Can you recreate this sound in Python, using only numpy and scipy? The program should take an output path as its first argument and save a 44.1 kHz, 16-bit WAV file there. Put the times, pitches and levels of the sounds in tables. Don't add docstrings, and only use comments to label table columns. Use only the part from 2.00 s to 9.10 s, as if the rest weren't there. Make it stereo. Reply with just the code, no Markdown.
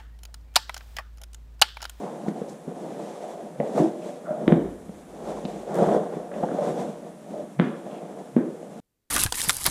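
import sys
import numpy as np
from scipy import signal
from scipy.fft import rfft, irfft, next_fast_len
from scipy.io import wavfile
from scipy.ndimage import map_coordinates

SR = 44100
rng = np.random.default_rng(int(sys.argv[2]) if len(sys.argv) > 2 else 0)


def put_to_file(sound):
    columns = np.atleast_2d(sound).T
    safe = np.clip(columns, -1, 1)
    whole_steps = np.round(safe * 32767)
    wavfile.write(sys.argv[1], SR, whole_steps.astype(np.int16))


N = 313110

# (frequency [Hz], relative density [dB])
AIR_SPECTRUM = [(60, -22.5), (110, -33.5), (160, 3.5), (260, 6), (420, -6), (620, -5.5), (930, -8.5),
                (1800, -17.5), (4400, -29.5), (7500, -23.5), (10000, -22.5), (15000, -41)]
# (frequency [Hz], relative density [dB])
RUMBLE_SPECTRUM = [(20, -29), (42, -7), (57, 17), (72, -6.5), (100, 7.5), (160, -38)]
# (frequency [Hz], relative density [dB])
HUSH_SPECTRUM = [(100, -4.5), (250, -6), (450, -10), (900, -22), (8000, -24)]
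# (start [s], hold [s], sliding [dB], leather flexing [dB], denim hiss [dB])
STROKES = [(0.0, 0.051, -34.5, -35, -56), (0.16, 0.12, -37.5, -39.5, -58.5), (0.383, 0.098, -36, -37, -58),
           (0.705, 0.014, -37.5, -39.5, -65), (0.816, 0.2, -35.5, -36.5, -56.5),
           (1.037, 0.29, -37.5, -55, -55), (1.411, 0.066, -38.5, -40, -62), (1.658, 0.049, -36, -38, -56),
           (1.792, 0.012, -23.5, -24.5, -44.5), (2.048, 0.053, -36.5, -37.5, -52.5),
           (2.25, 0.2, -38, -40, -62), (2.496, 0.062, -30, -25, -59.5), (3.14, 0.11, -41, -44, -62),
           (3.271, 0.049, -32, -38, -52), (3.391, 0.22, -37, -39.5, -55), (3.759, 0.072, -22.5, -31, -49.5),
           (3.826, 0.12, -20.5, -24.5, -49), (4.14, 0.026, -30, -35.5, -57),
           (4.386, 0.21, -31.5, -33.5, -56), (4.644, 0.031, -23.5, -28.5, -46.5),
           (4.798, 0.024, -29, -29, -49), (4.943, 0.15, -42, -42.5, -63), (5.34, 0.083, -40, -35.5, -60.5),
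           (5.864, 0.34, -38.5, -41.5, -63), (6.533, 0.27, -47, -42.5, -64.5)]
# (sliding [dB], flexing [dB], hiss [dB])
RESTING_DB = (-51, -50, -62.5)
# (frequency [Hz], relative density [dB])
FLEX_SPECTRUM = [(70, -48), (115, -27.5), (150, -6), (205, -2), (290, -7), (400, -10.5), (600, -16.5),
                 (1200, -64.5), (5000, -90)]
# (frequency [Hz], relative density [dB])
SLIDE_SPECTRUM = [(200, -39), (340, 0), (480, 3.5), (600, -0.5), (720, 2), (900, -7.5), (1250, -16.5),
                  (1900, -25.5), (2700, -42.5), (3500, -30), (4600, -72.5), (9000, -42), (14000, -84)]
# (frequency [Hz], relative density [dB])
DENIM_SPECTRUM = [(900, -15), (1800, 7.5), (2700, 6.5), (3500, 7.5), (4700, 3), (6000, 5.5), (7500, 4.5),
                  (10000, -2.5), (12500, -9), (13800, -14), (15000, -44)]
# (start [s], time to its peak [s], pitch [Hz], glide [octaves], sharpness of each resonance [Q], level [dB])
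SCUFFS = [(.02, 0.048, 830, 0.035, 1.8, -42), (.268, 0.011, 4500, 0, .7, -54.5),
          (0.271, 0.0053, 1180, -0.29, 2.1, -43), (.48, 0.019, 5490, 0.22, 1.2, -52.5),
          (1.2, 0.13, 733, -0.27, 4, -43.5), (1.773, 0.0096, 6300, -0.26, 0.93, -44),
          (1.774, .012, 700, -0.4, 1.5, -25), (2.019, 0.0064, 2820, -0.049, 3.6, -53),
          (2.246, 0.033, 1350, -0.0084, 4.2, -43.5), (2.262, 0.057, 663, -0.11, 4.5, -31.5),
          (3.363, .012, 1350, -0.78, 5, -44), (3.738, 0.021, 1500, 0.14, 2.3, -46),
          (3.738, 0.017, 7500, 0.065, 0.89, -51), (4.122, 0.014, 1900, -0.56, 0.78, -52.5),
          (4.314, 0.0061, 1150, 0.28, 2.2, -51), (4.336, 0.0089, 2330, -0.42, 2.3, -53),
          (4.426, 0.00604, 546, 0.67, 4, -21), (4.482, 0.0072, 1450, 0, 2.8, -46),
          (4.505, 0.0088, 1400, -0.26, 3, -41.5), (4.567, .005, 1400, 0, 4.2, -46),
          (5.26, 0.014, 616, 0.072, 5, -41), (5.33, .026, 632, -0.14, 5.3, -34),
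          (5.882, 0.057, 3030, -0.38, 2.2, -57)]
# (time [s], fold level [dB], pitch [Hz], time to its peak [cycles], shaft air level [dB])
FLAPS = [(.033, -26, 710, .6, -52), (.264, -25.5, 730, 1.2, -27.5), (.283, -17.5, 315, 0.45, -16),
         (.319, -33, 293, 1.2, -30.5), (.417, -22.5, 438, 0.68, -23.5), (.679, -24, 424, 0.72, -21),
         (1.238, -30, 675, 1.8, -43), (1.560, -34, 500, 0.69, -39.5), (1.6015, -11.5, 500, 0.54, -15),
         (1.609, -18, 621, 1, -30.5), (1.630, -26, 753, 1.5, -43), (1.638, -21.5, 454, 0.83, -22),
         (1.697, -32.5, 605, 0.35, -40), (1.779, -16, 640, 1.5, -45), (1.800, -9.5, 327, 0.97, -16.5),
         (1.807, -14.5, 314.4, 1.7, -10), (2.093, -28.5, 600, 1, -46), (2.308, -32, 624, 1, -23.5),
         (2.364, -32, 629, 1.7, -43), (2.894, -28.5, 444, 0.33, -27), (3.452, -21.5, 502, 0.39, -17.5),
         (3.676, -27.5, 524, 1.1, -41.5), (3.788, -14.5, 612, 0.55, -40), (3.822, -8.5, 453, 0.5, -11.5),
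         (3.873, -13, 431, 0.47, -16.5), (3.890, -14, 400, 0.44, -24), (3.966, -10, 393, 0.4, -26.5),
         (4.167, -21.5, 468, 1.1, -22), (4.313, -27.5, 533, 0.84, -42), (4.363, -24.5, 560, .9, -35),
         (4.436, -16, 335, 0.27, -19), (4.446, -18.5, 560, .55, -40.5), (4.585, -20, 580, 1.8, -47),
         (4.628, -24, 505, 1.5, -46.5), (4.672, -22.5, 557, 1.5, -33), (5.030, -35, 610, 1.1, -39),
         (5.866, -26.5, 480, 0.56, -28), (6.543, -31, 513, 0.84, -36.5), (6.629, -29, 573.4, 0.66, -41)]
# (frequency [Hz], relative level [dB])
CRACKLE_SPECTRUM = [(400, -21), (900, -6), (1800, 12), (2700, -8), (3500, -8), (5000, -27.5), (8000, -21),
                    (15000, -33.5)]
# (time [s], level [dB], pitch [Hz])
SNAPS = [(.284, -38, 1700), (1.6016, -32, 1900), (2.091, -39, 1300), (3.4524, -27.5, 3170),
         (3.458, -36, 3000), (4.317, -35, 1290), (4.340, -40, 2290), (4.436, -32, 1150)]
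# (time [s], thud [dB], thud pitch [Hz], boot ring [dB], sole knock [dB],
# click [dB], click edge [Hz], grit against the click [dB], grit time constant [s], room [dB])
STAMPS = [(2.479, -6.5, 278, -26, -13.5, -8, 3700, -20, 0.0043, -2.5),
          (2.5227, -3.5, 211, -19.5, -6.5, -9, 2300, -16, .003, -3.5),
          (2.559, -20.5, 283, -35.5, -23.5, -38, 1500, -17.5, .003, 6.5),
          (5.592, -15.5, 167, -47, -22.5, -18, 2500, -15.5, 0.0033, 2),
          (5.598, -8, 213, -22, -15.5, -3.5, 2800, -28, 0.025, -2),
          (5.615, -20.5, 230, -44, -27, -29, 3900, -3.5, 0.0047, 9),
          (6.365, -4.5, 242, -39.5, -13.5, -19, 2300, -22, 0.039, -3),
          (6.373, -20, 232, -32.5, -20, -26.5, 1800, -10, 0.0091, 5.5),
          (6.4112, -19.5, 313, -42, -35, -47, 1800, -15.5, .005, -0.5)]
# (frequency [Hz], level within the ring [dB], t60 [s])
BOOT_MODES = [(167, 10.5, 0.076), (231.3, 0.5, 0.23), (334.5, -0.5, 0.13)]
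# (frequency [Hz], relative level [dB])
CLICK_SPECTRUM = [(300, 2), (750, 2), (1350, 3), (2100, -0.5), (2800, -6.5), (3550, -2), (4500, -15),
                  (9000, -14.5), (15000, -59)]
# (frequency [Hz], gain [dB])
BLOW_BASS = [(40, -13.5), (95, -25.0), (118, -25.5), (142, 1.0)]
# (frequency [Hz], t60 [s])
ROOM_DECAY = [(120, 0.07), (250, 0.41), (600, 0.81), (2000, 0.51), (5000, 0.625), (12000, 0.38)]
# (frequency [Hz], width [Hz], level against the direct sound [dB])
STANDING = [(167, 7, -7), (206.4, 5.3, -5), (318.6, 9.4, -5), (341.5, 12, -6.5), (479.4, 16, -6.5),
            (512.9, 3.2, -2.5), (578.5, 7.4, 2), (613.4, 7.8, 4.5), (703.5, 16, -5)]
# (frequency [Hz], correlation of left and right before colouring [0-1])
ALIKE = [(100, .98), (500, .98), (1300, .92), (2000, .74), (2800, .36), (3600, .59), (5000, .18),
         (7500, .81), (13000, .73)]
# (frequency [Hz], level [dB], phase lead [rad])
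PORTS = [(80, -.9, 0), (250, -2, -.15), (420, -4.5, -.3), (560, -9, -.35), (690, -16, .6), (800, -9, 1.7),
         (1000, -2.7, 1.9), (1500, -1.7, 1.85), (2300, 0, 1.3), (3100, -3, 0), (4400, -4, 0), (5400, -8, 0),
         (9000, -6, 0), (14000, -3, 0)]

RUMBLE_REST_DB, RUMBLE_FLEX_DB = -91, -37
SHAKE_S, SHAKE_DB, SHAKE_T60_S = 2.47, -45.5, 4.8
ATTACK_S, ATTACK_SHARE, RELEASE_S = 0.046, 0.071, 0.078
GRIP_DB, GRIP_RATE = 1.22, 30
GLIDE_PEAKS = 1.6
WANDER_OCTAVES, WANDER_RATE = 0.054, 45
SHAFT_HZ, SHAFT_DB = 213, -9
CRACKLE_DB = -26
CREASES_PER_S, CREASE_DB, CREASE_SPREAD_DB, CREASE_HZ = 5.6, -6.5, 1.5, 445
SPRAY_DB, SPRAY_S = -14.5, 0.0022
GIVE_S = 0.02
THUD_LAG_S = 0.00081
CLICK_ROOM_DB = -4
STOP_S = 6.803
TOP_HZ = 15200


def amp(db):
    return 10 ** (np.asarray(db) / 20)


def unit(x):
    return x / np.sqrt(np.mean(x ** 2) + 1e-20)


def along(points, hz):
    f, v = np.transpose(points)
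    return np.interp(np.log(hz + 1), np.log(f + 1), v)


def noise(size=N):
    return rng.standard_normal((2, size))


def wobble(rate, size=N):
    knots = rng.standard_normal(int(size * rate / SR) + 4)
    return map_coordinates(knots, [np.arange(size) * rate / SR])


def filtered(x, response):
    m = next_fast_len(N + SR // 2)
    return irfft(rfft(x, m) * response(np.fft.rfftfreq(m, 1 / SR)), m)[..., :N]


def impulse(spectrum, size=4096):
    cepstrum = irfft(np.log(amp(along(spectrum, np.fft.rfftfreq(size, 1 / SR)))))
    cepstrum[1:size // 2] *= 2
    cepstrum[size // 2 + 1:] = 0
    h = irfft(np.exp(rfft(cepstrum)))
    return h / np.abs(h).max()


def coloured(x, spectrum):
    return unit(signal.fftconvolve(x, impulse(spectrum)[None], axes=1)[:, :N])


def add(track, s, x):
    part = track[:, round(s * SR):][:, :x.shape[1]]
    part += x[:, :part.shape[1]]


def slips(rate, spread_db, smooth, size=N):
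    strikes = rng.random(size) < rate / SR
    jerks = strikes * noise(size) * amp(spread_db * rng.standard_normal(size))
    return unit(jerks) + smooth * noise(size)


def push(t, hz, cycles):
    u = t * hz / cycles
    return u * np.exp(1 - u) * np.sin(2 * np.pi * hz * t)


def in_room(x, wet_db, delay=0.004004, near=0.21, near_s=0.0037):
    hz, t, z = signal.stft(rng.standard_normal((2, SR * 3 // 4)), SR, nperseg=256)
    early = 1 + near * np.exp(-t / near_s) / (1 + (hz[:, None] / 1000) ** 2)
    decay = amp(-60 * t / along(ROOM_DECAY, hz)[:, None])
    tail = signal.istft(z * early * decay, SR, nperseg=256)[1]
    tail = amp(wet_db) * tail / np.linalg.norm(tail[0])
    response = np.pad(tail, ((0, 0), (round(delay * SR), 0)))
    response[0, 0] = 1
    return signal.fftconvolve(x[None], response, axes=1)


def background(flexing):
    since = np.arange(N) / SR - SHAKE_S
    shake = (since > 0) * amp(SHAKE_DB - 60 * np.abs(since) / SHAKE_T60_S)
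    rumble = amp(RUMBLE_REST_DB) + amp(RUMBLE_FLEX_DB) * flexing + shake
    return amp(-48.0) * coloured(noise(), AIR_SPECTRUM) + rumble * coloured(noise(), RUMBLE_SPECTRUM)


def effort():
    t = np.arange(N) / SR
    power = amp(RESTING_DB)[:, None] ** 2 * np.ones(N)
    for s, hold, *levels_db in STROKES:
        before = np.maximum(s - t, 0) / (ATTACK_S + ATTACK_SHARE * hold)
        after = np.maximum(t - s - hold, 0) / RELEASE_S
        power += (amp(levels_db)[:, None] * np.exp(-before - after)) ** 2
    return np.sqrt(power)


def rubbing(sliding, flexing, hissing):
    grip_db = GRIP_DB * wobble(GRIP_RATE)
    bends = coloured(slips(rate=750, spread_db=-0.5, smooth=0.55), FLEX_SPECTRUM)
    slides = coloured(slips(rate=2000, spread_db=3.0, smooth=1.0), SLIDE_SPECTRUM)
    weave = coloured(slips(rate=10000, spread_db=0.5, smooth=2.8), DENIM_SPECTRUM)
    flex = flexing * amp(grip_db - 1.5) * bends
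    slide = sliding * amp(grip_db - 2.0) * slides
    hiss = hissing * amp(0.93 * grip_db + 0.5) * weave
    return flex + slide + hiss


def scuffs():
    t, track = np.arange(SR // 2) / SR, np.zeros((2, N))
    for s, rise, hz, glide, sharpness, db in SCUFFS:
        b, a = signal.iirpeak(hz, sharpness, SR)
        grains = slips(rate=330, spread_db=2.0, smooth=0.9, size=SR)
        rasp = unit(signal.lfilter(b, a, signal.lfilter(b, a, grains)))
        octaves = glide * (1 - np.exp(-t / (GLIDE_PEAKS * rise)))
        octaves += WANDER_OCTAVES * wobble(WANDER_RATE, size=len(t))
        position = np.cumsum(2 ** octaves)
        moving = np.array([map_coordinates(row, [position], order=3) for row in rasp])
        add(track, s, amp(db) * t / rise * np.exp(1 - t / rise) * moving)
    return track


def creases(sliding, cycles=0.37):
    times = np.flatnonzero(rng.random(N) < CREASES_PER_S / SR)
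    size, pitch = rng.standard_normal((N, 2))[times].T
    level_db = 20 * np.log10(sliding[times]) + CREASE_DB + CREASE_SPREAD_DB * size
    pitch_hz = CREASE_HZ * np.exp(0.3 * pitch)
    return [(s, db, hz, cycles, db + SHAFT_DB) for s, db, hz in zip(times / SR, level_db, pitch_hz)]


def flaps(folds):
    track, tick = np.zeros((2, N)), impulse(CRACKLE_SPECTRUM)
    t = np.arange(len(tick)) / SR
    for s, db, hz, cycles, shaft_db in folds:
        burst = rng.standard_normal(len(t)) * np.exp(-t / 0.00075)
        crackle = signal.fftconvolve(burst, tick)[:len(t)]
        fold = push(t, hz, cycles) + amp(CRACKLE_DB) * crackle / np.abs(crackle).max()
        puff = push(t, SHAFT_HZ, cycles=0.42)
        add(track, s, in_room(amp(db) * fold + amp(shaft_db) * puff, wet_db=-4))
    return track


def snaps():
    track, t = np.zeros((2, N)), np.arange(SR // 20) / SR
    for s, db, hz in SNAPS:
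        spray = amp(SPRAY_DB) * rng.standard_normal(len(t)) * np.exp(-t / SPRAY_S)
        contacts = (t == 0) + spray
        tick = signal.fftconvolve(contacts, push(t, hz, cycles=0.45))[:len(t)]
        add(track, s, in_room(amp(db) * tick, wet_db=-6.5))
    return track


def boot_ring(t):
    ring = np.zeros(len(t))
    for hz, db, t60 in BOOT_MODES:
        ring += amp(db + rng.normal(0, 1) - 60 * t / t60) * np.sin(2 * np.pi * hz * t)
    return ring * (1 - np.exp(-t / 0.005))


def stamps():
    track, click = np.zeros((2, N)), impulse(CLICK_SPECTRUM, size=8192)
    t = np.arange(len(click)) / SR
    for s, thud_db, hz, ring_db, knock_db, click_db, edge_hz, grit_db, grit_s, room_db in STAMPS:
        thud = amp(thud_db) * push(t, hz, cycles=0.5)
        ring = amp(ring_db) * boot_ring(t)
        knock = amp(knock_db) * push(t, hz=353, cycles=0.43)
        low_cut = signal.butter(4, 0.55 * hz, "high", fs=SR, output="sos")
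        body = signal.sosfiltfilt(low_cut, np.pad(thud + ring + knock, (round(GIVE_S * SR), 0)))
        grains = amp(grit_db) * rng.standard_normal(len(t)) * np.exp(-t / grit_s)
        grit = signal.fftconvolve(grains, click / np.linalg.norm(click))[:len(t)]
        edged = signal.lfilter(*signal.butter(3, edge_hz, fs=SR), click + grit)
        add(track, s - GIVE_S + THUD_LAG_S, in_room(body, wet_db=room_db))
        add(track, s, in_room(amp(click_db) * edged, wet_db=room_db + CLICK_ROOM_DB))
    return track


def standing_waves(x):
    def response(f):
        gain = 1
        for centre, width, db in STANDING:
            gain = gain + amp(db) * 1j * f * width / (centre ** 2 - f ** 2 + 1j * f * width)
        return amp(-1.5) * gain
    return filtered(x, response)


def hush():
    return amp(-77.5) * coloured(noise(), HUSH_SPECTRUM)


def spread(pair):
    def weights(hz):
        turn = np.arccos(np.clip(along(ALIKE, hz), 0, 1)) / 2
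        return np.array([np.cos(turn), np.sin(turn)])
    mid, side = filtered(pair, weights)
    return np.array([mid + side, mid - side])


def scene():
    sliding, flexing, hissing = effort()
    steady = background(flexing) + rubbing(sliding, flexing, hissing) + scuffs()
    blows = flaps(FLAPS + creases(sliding)) + snaps() + stamps()
    blows = filtered(blows, lambda hz: amp(along(BLOW_BASS, hz)))
    sounding = np.clip((STOP_S - np.arange(N) / SR) / 0.0015, 0, 1)
    return spread(standing_waves(steady + blows) * sounding + hush())


def record(dry):
    f, level_db, lead = np.transpose(PORTS)

    def port_gains(hz):
        left = amp(along(np.c_[f, level_db], hz)) * np.exp(1j * along(np.c_[f, lead], hz))
        return 2 * np.array([left, np.ones(len(hz))]) / (1 + left)
    heard = filtered(dry, port_gains)
    heard = heard / (1 + (heard / 0.95) ** 8) ** (1 / 8)
    return filtered(heard, lambda hz: hz < TOP_HZ)


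dry = scene()
out = record(dry)
put_to_file(out)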